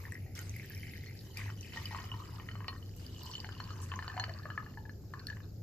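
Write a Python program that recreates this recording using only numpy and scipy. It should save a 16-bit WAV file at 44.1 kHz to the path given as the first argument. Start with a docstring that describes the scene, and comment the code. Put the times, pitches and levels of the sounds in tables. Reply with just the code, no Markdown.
"""A drink is poured over ice in a tall glass, close to a stereo microphone in a small room.
From the start an appliance hums over the rumble of the house, and a thin stream traps bubbles that
ring as they pulsate. Drops burst, and the first ice knocks excite the modes of the glass wall.
Near two seconds the stream swells to a gurgle and the knocks crowd; the wall's notes sink as liquid
loads it. Near five seconds the pour thins, and a few last knocks ring the full glass."""
import sys
import numpy as np
from scipy import signal
from scipy.fft import rfft, irfft, next_fast_len
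from scipy.io import wavfile
from scipy.ndimage import uniform_filter1d, map_coordinates

SR = 44100
rng = np.random.default_rng(int(sys.argv[2]) if len(sys.argv) > 2 else 0)


def transcribe(u):
    """Save the signal u as a 16-bit wav file named by the first command-line argument.

    u: samples, shape (n,) or (channels, n), limited to [-1, 1]; the rate is SR.
    q: integer samples, one column per channel.
    """
    v = np.clip(np.atleast_2d(u).T, -1, 1)
    q = np.round(v * 32767).astype(np.int16)
    wavfile.write(sys.argv[1], SR, q)


N = 248062

# Levels in the tables are relative: each source adds its own gain.
# Swell of the appliance hum: time_s, level_db
HUM_LEVEL = [(0.0, -52), (0.58, -44), (0.66, -77.5), (0.78, -40.5), (0.83, -50.5), (1.25, -48), (1.3, -64),
             (1.44, -42), (1.61, -48), (1.69, -77), (1.8, -44.5), (2.5, -53.5), (2.54, -45), (3.33, -55.5),
             (3.79, -43), (5.01, -56.5), (5.6, -48), (5.62, -44)]
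# Noise spectra of the house, the stream and the splashes: frequency_hz, density_db
RUMBLE_SPECTRUM = [(12, -100), (24, -23), (40, -6), (52, -15.5), (79, -1.5), (102, -3), (277, -18),
                   (406, -19.5), (532, -27), (900, -35.5), (1170, -102), (1980, -120)]
HISS_SPECTRUM = [(530, -48), (900, -44), (1150, -35), (1240, 3.5), (3400, -9), (4850, 4.5), (5320, 5),
                 (5920, -2), (7400, 5), (9040, -76), (11900, 7.5), (15000, -5)]
GLUG_SPECTRUM = [(500, -24), (750, -18), (1050, 6), (1350, 2), (1700, -11), (2500, -78)]
SLOSH_SPECTRUM = [(1100, -45), (1600, 27), (2000, 12), (2500, 31.5), (3000, 22), (4000, -67)]
SPRAY_SPECTRUM = [(2500, -19), (3600, -1), (4800, 2), (6300, -2), (7600, 2.5), (8800, -15.5), (10500, -91)]
FIZZ_SPECTRUM = [(8000, -28), (10500, 4.5), (12800, -3.5), (14300, -5), (15000, -22), (16000, -60)]
SPATTER_SPECTRUM = [(800, -7), (2000, -5.5), (5000, -5), (7500, -13.5), (10000, -22.5)]
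MIST_SPECTRUM = [(5000, -18), (8000, -4.5), (11000, -10), (14000, -21), (15500, -36)]
# Likeness of left and right noise: frequency_hz, correlation
STEREO_CORRELATION = [(30, 0.93), (50, 1), (100, 0.95), (250, 0.96), (700, 0.4), (2000, 0.081),
                      (5000, 0.11), (12000, -0.034)]
# Course of the pour: time_s, glug_db, trickle_db, rattle_db, spray_db
POUR_LEVELS = [(0.0, -61, -63.5, -82, -64.5), (0.2, -76, -66.5, -87, -74), (0.41, -89, -70, -88, -79),
               (0.55, -81, -63, -82, -69), (0.75, -83, -60, -65, -63), (0.97, -106, -61.5, -67, -63),
               (1.11, -87, -67, -89, -68), (1.16, -87, -62.5, -75, -63.5), (1.33, -69, -75, -65, -66),
               (1.38, -66, -51.5, -72, -61), (1.5, -58, -54, -77, -64), (1.54, -82, -73.5, -67, -68.5),
               (1.75, -65, -56, -63, -61.5), (1.86, -61, -56, -63, -59), (1.99, -52, -56, -63, -59),
               (2.14, -56, -67.5, -64, -64.5), (2.35, -55, -66, -69.5, -64.5), (2.6, -77, -65.5, -70, -73),
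               (2.8, -73, -72, -85, -68), (3.05, -81.5, -92, -64.5, -68.5), (3.27, -59, -69, -57.5, -54.5),
               (3.47, -65, -65, -60.5, -65), (3.76, -58, -64.5, -65.5, -63), (3.97, -67, -64, -70, -64),
               (4.12, -56.5, -56, -73, -64.5), (4.71, -69, -70.5, -69.5, -72.5),
               (4.91, -81, -108, -86, -76.5), (5.18, -78, -64, -100, -73.5), (5.31, -70, -67, -77, -67),
               (5.45, -78, -71, -84, -74.5), (5.62, -90, -109, -101, -75)]
# Three wall modes as the glass fills: time_s, low_hz, middle_hz, high_hz
WALL_MODES = [(0, 1920, 3060, 4330), (2.3, 1880, 2990, 4310), (4.4, 1725, 2960, 4310),
              (5.62, 1705, 2950, 4330)]
# Decay of each mode before ice damps it: empty_t60_s, full_t60_s
WALL_DECAY = [(0.093, 0.046), (0.072, 0.019), (0.22, 0.053)]
# Share of each mode in the rattle: empty_db, full_db
RATTLE_WEIGHTS = [(8, -7), (19.5, 20.5), (-25, 21)]
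# Close twin that beats with each mode: above_hz, relative_db, t60_s
TWIN_MODES = [(15.9, -38, 0.1), (40, -5.5, 0.034), (25, -33, 0.1)]
# Distinct bubbles of the thin early stream: start_s, level_db, pitch_hz
SINGLE_BUBBLES = [(0.0529, -42, 1850), (0.1215, -40.5, 1870), (0.1532, -42, 1940), (0.364, -51, 1980),
                  (0.378, -44, 2150), (0.5407, -48, 2200), (0.5621, -44, 2070), (0.597, -41.5, 2220),
                  (0.6293, -51, 1760), (0.645, -50, 1850), (0.7045, -49, 1730), (0.7348, -50.5, 1810),
                  (0.7675, -46, 2300), (0.8315, -41.5, 2150), (0.8694, -46.5, 2150), (0.885, -51, 2140),
                  (0.9102, -52, 2530), (0.9358, -44, 2070), (0.955, -53, 1780), (0.979, -50.5, 1980),
                  (1.037, -49.5, 2000), (1.069, -52, 2060), (1.085, -52, 2070), (1.098, -52, 2120),
                  (1.1102, -48.5, 2040), (1.3706, -41, 2360), (1.3922, -44.5, 2220), (1.4406, -45.5, 2400),
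                  (1.4915, -53, 1590), (1.6292, -48.5, 2630), (1.646, -47.5, 2440), (1.6791, -52, 2500),
                  (1.7225, -50, 2590)]
# Treble pings with hiss, from bursting drops and from the bright top of some ice knocks: start_s, level_db,
# pitch_hz, relative_hiss_db
TREBLE_PINGS = [(0.122, -37.5, 7830, -25), (0.144, -51.5, 5500, -6), (0.352, -47, 5560, -10),
                (0.391, -51, 5000, 7), (0.495, -41, 6170, -19), (0.5651, -59, 6260, 8),
                (0.7213, -56, 5100, -5), (0.7486, -46, 5450, -14), (0.7777, -51.5, 5500, 2.5),
                (1.191, -48.5, 4700, -38), (1.372, -41, 4850, -8.5), (1.61, -42.5, 6000, -17),
                (1.856, -37, 4840, -16), (2.681, -40.5, 4720, -41), (3.065, -45, 4760, -18),
                (3.233, -47, 4800, -6), (3.3146, -44, 4800, -28), (3.4024, -38, 4730, -38),
                (3.6403, -45, 4570, -29), (3.9595, -43, 6260, -31), (4.0796, -40, 4400, -35),
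                (4.241, -36.5, 4500, -43), (4.338, -46, 4520, -30), (4.388, -48, 4570, -39),
                (5.1945, -48, 4480, -26), (5.269, -38, 4420, -10)]
# Fine droplets hitting the wall: start_s, level_db
DROPLET_TICKS = [(0.375, -46), (0.414, -35), (0.629, -48), (0.6608, -41), (0.699, -38), (0.7571, -43),
                 (0.798, -39), (0.9481, -51), (0.976, -44), (1.0325, -54), (1.0968, -51), (1.49, -52),
                 (1.8092, -49), (1.8286, -43), (2.965, -45), (2.973, -47), (3.062, -54), (3.255, -44),
                 (3.29, -51), (3.312, -48)]
# Ice impacts: start_s, thud_db, thud_hz, low_mode_db, middle_mode_db, high_mode_db
ICE_KNOCKS = [(0.262, -52.5, 774, -54.5, -80, -71), (0.389, -37.5, 1470, -48, -51, -68),
              (1.06, -61, 645, -54, -58, -53.5), (1.392, -42, 1090, -51, -58, -69),
              (1.493, -55, 1130, -59, -67, -75), (1.5015, -49, 1110, -60, -49, -73),
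              (1.732, -79, 1100, -72, -47, -71), (1.761, -42.5, 910, -46, -55, -65),
              (1.771, -37, 1160, -36, -41, -64), (1.857, -77, 1130, -57, -36.5, -65),
              (1.91, -37.5, 950, -45, -60, -68), (1.927, -40, 900, -55, -56, -56),
              (1.947, -30, 1093, -49, -49, -57), (1.959, -36, 990, -58, -63, -70),
              (1.987, -47, 1010, -45, -47, -66), (2, -58, 990, -51, -58, -66),
              (2.096, -62, 1000, -53, -51, -72), (2.116, -66, 1030, -67, -34, -78),
              (2.14, -38.5, 985, -48.5, -58, -62), (2.398, -45, 1080, -50.5, -51, -77),
              (2.488, -38.5, 1370, -45.5, -45.5, -66), (2.513, -56, 1300, -56, -47, -55.5),
              (2.554, -40.5, 1170, -54, -51, -60), (2.605, -37, 1060, -53, -55, -69),
              (2.644, -39.5, 1210, -49, -56, -72), (2.682, -31, 1085, -41.5, -37.5, -38.5),
              (2.728, -45, 1300, -52, -54, -75), (2.761, -47, 1210, -52, -61, -64),
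              (2.826, -77, 1000, -79, -51, -65), (3.258, -42.5, 1030, -73, -106, -52),
              (3.313, -61, 920, -82, -73, -49), (3.336, -82, 1010, -71, -38, -52),
              (3.352, -82, 829, -62, -32.5, -45.5), (3.445, -43, 824, -56, -45.5, -53),
              (3.49, -40.5, 1330, -53, -52, -66), (3.602, -35.5, 1050, -43.5, -47.5, -46.5),
              (3.705, -39.5, 1230, -69, -50, -53), (3.917, -29, 1110, -42, -40, -60),
              (3.938, -33.5, 1027, -62, -49, -66), (3.99, -36.5, 1030, -36, -45, -55),
              (4.025, -39, 1090, -41, -47, -54), (4.044, -41, 1250, -55, -56, -65),
              (4.079, -38.5, 1050, -41.5, -42, -56), (4.098, -50, 900, -36, -57, -55),
              (4.141, -46, 765, -48, -65, -56), (4.167, -32.5, 736, -44, -62, -52),
              (4.177, -31, 1005, -46, -41, -62), (4.197, -41, 940, -38, -36.5, -34.5),
              (4.201, -37, 766, -45, -65, -70), (4.239, -38, 1300, -41, -33.5, -47),
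              (4.28, -43, 640, -62, -64, -72), (4.294, -38.5, 628, -42, -50, -51),
              (4.378, -43, 1200, -50, -67, -70), (4.432, -60, 1210, -47, -72, -57),
              (4.453, -43, 607, -63, -79, -70), (4.455, -34, 1200, -35, -66, -68),
              (4.502, -36.5, 1266, -35.5, -45, -56), (4.577, -26.5, 1210, -26, -55, -61),
              (4.604, -50, 1230, -49, -64, -70), (4.662, -46, 1280, -41.5, -66, -74),
              (4.739, -63, 1210, -53, -62, -67), (4.773, -40, 890, -39.5, -88, -72),
              (4.853, -49.5, 870, -43.5, -73, -74), (4.894, -52, 1650, -40.5, -56, -59),
              (5.137, -34.5, 1112, -37, -56, -56.5), (5.198, -59, 1100, -46.5, -66, -55),
              (5.269, -63, 1470, -50, -76, -42.5), (5.285, -67, 1500, -35.5, -70, -67),
              (5.3, -73, 1530, -32, -48, -48), (5.328, -67, 1490, -38.5, -72, -67),
              (5.369, -51, 1090, -62, -53.5, -76), (5.403, -49, 1120, -49, -56, -87)]
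# The stream breaking on a cube: start_s, spatter_db, mist_db, t60_s
STREAM_BREAKS = [(0.353, -53.5, -55, 1), (1.372, -51.5, -53, 0.41), (1.609, -71, -61, 0.25),
                 (1.734, -50, -87, 0.54), (2.963, -83, -60, 0.3), (2.995, -58.5, -73, 1),
                 (3.817, -80, -48.5, 0.24)]
# Reverberation time: frequency_hz, t60_s
ROOM_DECAY = [(500, .2), (2000, .16), (8000, .08)]
# Treble dip and roll-off of the microphone: frequency_hz, gain_db
MIC_RESPONSE = [(6500, 0.5), (9200, -8), (11500, -2), (14500, 2), (14900, -21)]

TIME_S = np.arange(N) / SR
LEAD_S = 6e-5  # sound from the glass reaches the left channel first


def amp(db):
    return 10 ** (np.asarray(db) / 20)


def unit_rms(x):
    return x / np.sqrt(np.mean(x ** 2) + 1e-20)


def over_frequency(points, hz):
    knots_hz, values = np.transpose(points)
    return np.interp(np.log(hz + 1), np.log(knots_hz + 1), values)


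def over_time(rows):
    time_s, *columns = np.transpose(rows)
    return [np.interp(TIME_S, time_s, column) for column in columns]


def while_filling(empty_and_full, time_s):
    return np.interp(time_s, [0, N / SR], empty_and_full)


def wobble(rate_hz):
    knots = rng.standard_normal(int(N * rate_hz / SR) + 4)
    return map_coordinates(knots, [TIME_S * rate_hz])


def random_levels_db(count, spiky_db):
    return spiky_db * np.minimum(rng.exponential(1, count), 3)


def filtered(x, response):
    size = next_fast_len(N + 8192)
    return irfft(rfft(x, size) * response(np.fft.rfftfreq(size, 1 / SR)), size)[..., :N]


def rush(spectrum, patchy_db):
    """Partly coherent stereo noise of rms 1, its gain varying in patches of time and frequency."""
    def mid_side_gains(hz):
        angle = np.arccos(over_frequency(STEREO_CORRELATION, hz)) / 2
        return amp(over_frequency(spectrum, hz)) * [np.cos(angle), np.sin(angle)]

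    bins = signal.stft(rng.standard_normal((2, N)), nperseg=256)[2]
    patches = uniform_filter1d(rng.standard_normal(bins.shape[1:]), size=5, axis=0)
    patches = unit_rms(uniform_filter1d(patches, size=6, axis=1))
    noise = signal.istft(bins * amp(patchy_db * patches), nperseg=256)[1][:, :N]
    mid, side = filtered(noise, mid_side_gains)
    return unit_rms(np.array([mid + side, mid - side]))


def rings(start_s, hz, db, t60_s, pan_db, samples, lead_s=LEAD_S, rise=0, attack_s=0.00014):
    """Damped oscillators, one per event; pan_db and lead_s favour the left, rise bends the pitch up."""
    start_s, hz, db, t60_s, pan_db, lead_s, attack_s = (
        np.reshape(x, (-1, 1)) for x in (start_s, hz, db, t60_s, pan_db, lead_s, attack_s))
    channels = []
    for side in (1, -1):
        arrival_s = start_s - side * lead_s / 2
        index = np.floor(arrival_s * SR).astype(int) + np.arange(samples)
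        t = np.maximum(index / SR - arrival_s, 0)
        envelope = amp(db + side * pan_db / 2 - 60 * t / t60_s) * (1 - np.exp(-t / attack_s))
        wave = envelope * np.sin(2 * np.pi * hz * t * (1 + rise * t / t60_s))
        channels.append(np.bincount(np.clip(index, 0, N).ravel(), wave.ravel(), N + 1)[:N])
    return np.array(channels)


def cracks(start_s, db, hz, spread, t60_s, pan_db, partials):
    """A brief impulse has a broad spectrum: heavily damped partials scattered around hz."""
    return sum(rings(start_s + 0.000339 * np.abs(lag), hz * np.exp(spread * detune), db + 3 * gain,
                     t60_s, pan_db, samples=480, lead_s=LEAD_S * (1 + lag), attack_s=0.0003)
               for detune, gain, lag in rng.standard_normal((partials, 3, len(start_s))))


def house():
    """An appliance hum, modulated in frequency and amplitude, over broadband rumble and hiss."""
    hum_db, = over_time(HUM_LEVEL)
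    hum_hz = 99.1 + 4.44 * wobble(14)
    hum = amp(hum_db + 1.5 * wobble(8)) * np.sqrt(2) * np.sin(2 * np.pi * np.cumsum(hum_hz) / SR)
    rumble = amp(-48.5) * amp([[0.35], [-0.35]]) * rush(RUMBLE_SPECTRUM, patchy_db=0.26)
    hiss = amp(-68.5) * rush(HISS_SPECTRUM, patchy_db=0.5)
    return hum * amp([[0.4], [-0.4]]) + rumble + hiss


def wall_hz(mode, time_s):
    """Mass loading: the wall's natural frequencies sink as the glass fills."""
    knots_s, *modes_hz = np.transpose(WALL_MODES)
    return np.interp(time_s, knots_s, modes_hz[mode])


def bubbles(count, hz, spread, cycles, spiky_db, samples, lead_spread_s=8e-5):
    """Minnaert resonance: each bubble in a crowd is a spring of air moving a mass of liquid."""
    start_s = rng.uniform(0, N / SR, count)
    detune, pan, lead = rng.standard_normal((3, count))
    centre_hz = np.broadcast_to(hz, N)[(start_s * SR).astype(int)]
    pitch_hz = np.minimum(centre_hz * np.exp(spread * detune), SR / 3)
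    crowd = rings(start_s, pitch_hz, random_levels_db(count, spiky_db), cycles / pitch_hz, 2 + 2 * pan,
                  samples, lead_s=LEAD_S + lead_spread_s * lead, rise=0.05, attack_s=0.7 / pitch_hz)
    return unit_rms(crowd)


def stream():
    """Bubble pitch varies inversely with radius: large ones glug, smaller ones trickle, spray and fizz."""
    glug_db, trickle_db, _, spray_db = over_time(POUR_LEVELS)
    trickle_hz = while_filling((1.143, 0.87), TIME_S) * wall_hz(0, TIME_S) * np.exp(0.055 * wobble(9.8))
    # The fizz swings with the spray, and foam gradually muffles it.
    fizz_db = while_filling((-62, -80), TIME_S) + 0.64 * (spray_db - spray_db.mean())
    glug = 0.8 * bubbles(650, 1030, spread=0.12, cycles=26, spiky_db=5, samples=1000,
                         lead_spread_s=1.5e-4)
    trickle = 0.9 * bubbles(2600, trickle_hz, spread=0.087, cycles=37, spiky_db=4.5, samples=800,
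                            lead_spread_s=6e-5)
    spray = 0.5 * bubbles(1500, 4750, spread=0.069, cycles=34, spiky_db=9, samples=400)
    ticks = 0.63 * bubbles(2500, 5500, spread=0.33, cycles=10, spiky_db=6.5, samples=120)
    fizz = 0.47 * bubbles(2500, 12500, spread=0.12, cycles=6.6, spiky_db=4, samples=120)
    glug += 0.4 * amp([[1.5], [-1.5]]) * rush(GLUG_SPECTRUM, patchy_db=3.5)
    trickle += 0.42 * rush(SLOSH_SPECTRUM, patchy_db=0)
    spray += ticks + 0.85 * rush(SPRAY_SPECTRUM, patchy_db=6)
    fizz += 0.68 * rush(FIZZ_SPECTRUM, patchy_db=6)
    return (amp(glug_db) * glug + amp(trickle_db) * trickle + amp(spray_db) * spray
            + amp(fizz_db) * amp([[-1.5], [1.5]]) * fizz)


def ice_rattle(count=900):
    """Random impulsive excitation: light taps of jostled ice keep the wall's modes ringing."""
    start_s = rng.uniform(0, N / SR, count)
    tap_db = random_levels_db(count, spiky_db=3)
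    taps = 0
    for mode, weight_db in enumerate(RATTLE_WEIGHTS):
        gain, detune, place = rng.standard_normal((3, count))
        db = tap_db + while_filling(weight_db, start_s) + 3 * gain
        hz = wall_hz(mode, start_s) * (1 + 0.018 * detune)
        t60_s = 0.63 * while_filling(WALL_DECAY[mode], start_s)
        taps += rings(start_s, hz, db, t60_s, 1.1 * place, samples=1300, lead_s=5e-5 * (1 + place))
    rattle_db = over_time(POUR_LEVELS)[2]
    return amp(rattle_db) * unit_rms(taps)


def plips():
    """Pinch-off: a bubble's neck closes with a tick, and the trapped air rings with rising pitch."""
    start_s, db, hz = np.transpose(SINGLE_BUBBLES)
    notes = rings(start_s, hz, db + 10, 28 / hz, pan_db=2.5, samples=1800, rise=0.021, attack_s=0.00079)
    for lag, detune, place in rng.random((4, 3, len(start_s))):  # weaker neighbours follow
        notes += rings(start_s + 0.027 * lag, hz * (0.932 + 0.13 * detune), db + 2 - 8 * lag, 34 / hz,
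                       4 * place, samples=900, lead_s=0.00016 * place, rise=0.056, attack_s=0.00059)
    return notes + cracks(start_s, db - 8, hz, spread=0.27, t60_s=0.0052, pan_db=-5, partials=3)


def drops():
    """Small, brief sources radiate treble: bursting drops and some ice knocks ping and hiss, finer ones tick on
    the wall."""
    start_s, db, hz, hiss_db = np.transpose(TREBLE_PINGS)
    tick_s, tick_db = np.transpose(DROPLET_TICKS)
    pings = rings(start_s, hz, db + 7.5, 55 / hz, pan_db=0, samples=900)
    ticks = cracks(tick_s, tick_db - 3.5, 13250, spread=0.06, t60_s=0.005, pan_db=-7, partials=4)
    hiss = cracks(start_s, db + hiss_db + 10.5, 10350, spread=0.246, t60_s=0.005, pan_db=-6.5, partials=5)
    return pings + ticks + hiss


def wall_ring(start_s, modes_db, attack_s=0.0012):
    """Free vibration: wet ice strikes the wall softly, and three modes beat with their close twins."""
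    sound = 0
    for mode, (db, pan_db) in enumerate(zip(modes_db, (3, -1.5, 1.5))):
        hz = wall_hz(mode, start_s)
        # Ice resting on the wall shifts and damps each ring.
        detune, damping, twin_gain = rng.standard_normal((3, len(start_s)))
        t60_s = while_filling(WALL_DECAY[mode], start_s) * np.exp(-0.3 * np.abs(damping))
        sound += rings(start_s, hz * (1 + 0.0077 * detune), db + 1, t60_s, pan_db,
                       samples=3000, attack_s=attack_s)
        above_hz, twin_db, twin_t60_s = TWIN_MODES[mode]
        sound += rings(start_s, hz + above_hz, db + twin_db + 3 * twin_gain, twin_t60_s, -pan_db,
                       samples=4000, lead_s=2 * LEAD_S, attack_s=attack_s)
    fourth_mode = rings(start_s, hz=7550, db=modes_db[2] - 13, t60_s=0.04, pan_db=0, samples=2000)
    return sound + fourth_mode


def ice_knocks(pan_db=3):
    """Impact excites both bodies: ice thuds in the liquid, the wall rings and the contact cracks."""
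    start_s, db, hz, low_db, middle_db, high_db = np.transpose(ICE_KNOCKS)
    thuds = rings(start_s, hz, db, 20 / hz, pan_db, samples=3000, attack_s=0.00066)
    for lag, detune, place in rng.random((14, 3, len(start_s))):  # neighbouring cubes answer
        answer_db = db - 6 - 16 * lag - 6 * place
        thuds += rings(start_s + 0.082 * lag, hz * (0.948 + 0.088 * detune), answer_db, 34 / hz,
                       pan_db - 3 * place, samples=1300, lead_s=LEAD_S + 2e-4 * (place - 0.4),
                       attack_s=0.00088)
    wall = wall_ring(start_s, (low_db, middle_db, high_db))
    contact_db = (db + middle_db) / 2 + 4
    contact = cracks(start_s, contact_db, 1575, spread=0.22, t60_s=0.007, pan_db=pan_db, partials=4)
    crack = cracks(start_s, high_db - 8, 4850, spread=0.272, t60_s=0.019, pan_db=pan_db - 4, partials=8)
    return thuds + wall + contact + crack


def splashes():
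    """Jet breakup: the stream shatters on a cube into spatter and mist, whose noise decays exponentially."""
    spatter, mist = sum(
        (TIME_S > start_s) * amp(np.array([[spatter_db], [mist_db]]) - 60 * abs(TIME_S - start_s) / t60_s)
        for start_s, spatter_db, mist_db, t60_s in STREAM_BREAKS)
    return spatter * rush(SPATTER_SPECTRUM, patchy_db=4) + mist * rush(MIST_SPECTRUM, patchy_db=3)


def room(x):
    """Reverberation: diffuse reflections arrive after a short delay and die fastest in the treble."""
    hz, t, bins = signal.stft(rng.standard_normal((2, SR // 3)), SR, nperseg=256)
    decay = amp(-60 * t / over_frequency(ROOM_DECAY, hz)[:, None])
    tail = signal.istft(bins * decay, SR, nperseg=256)[1]
    delayed = np.pad(x, ((0, 0), (150, 0)))
    return signal.fftconvolve(delayed, tail / np.linalg.norm(tail[0]), axes=1)[:, :N]


def scene():
    """Superposition: the direct sound of the glass, its reverberation and the house add together."""
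    glass = stream() + splashes() + plips() + drops() + ice_rattle() + ice_knocks()
    return glass + amp(-11) * room(glass) + house()


def record(dry):
    """Frequency response: the microphone colours the treble and passes nothing above its band limit."""
    return filtered(dry, lambda hz: amp(over_frequency(MIC_RESPONSE, hz)) * (hz < 15730))


dry = scene()
out = record(dry)
transcribe(out)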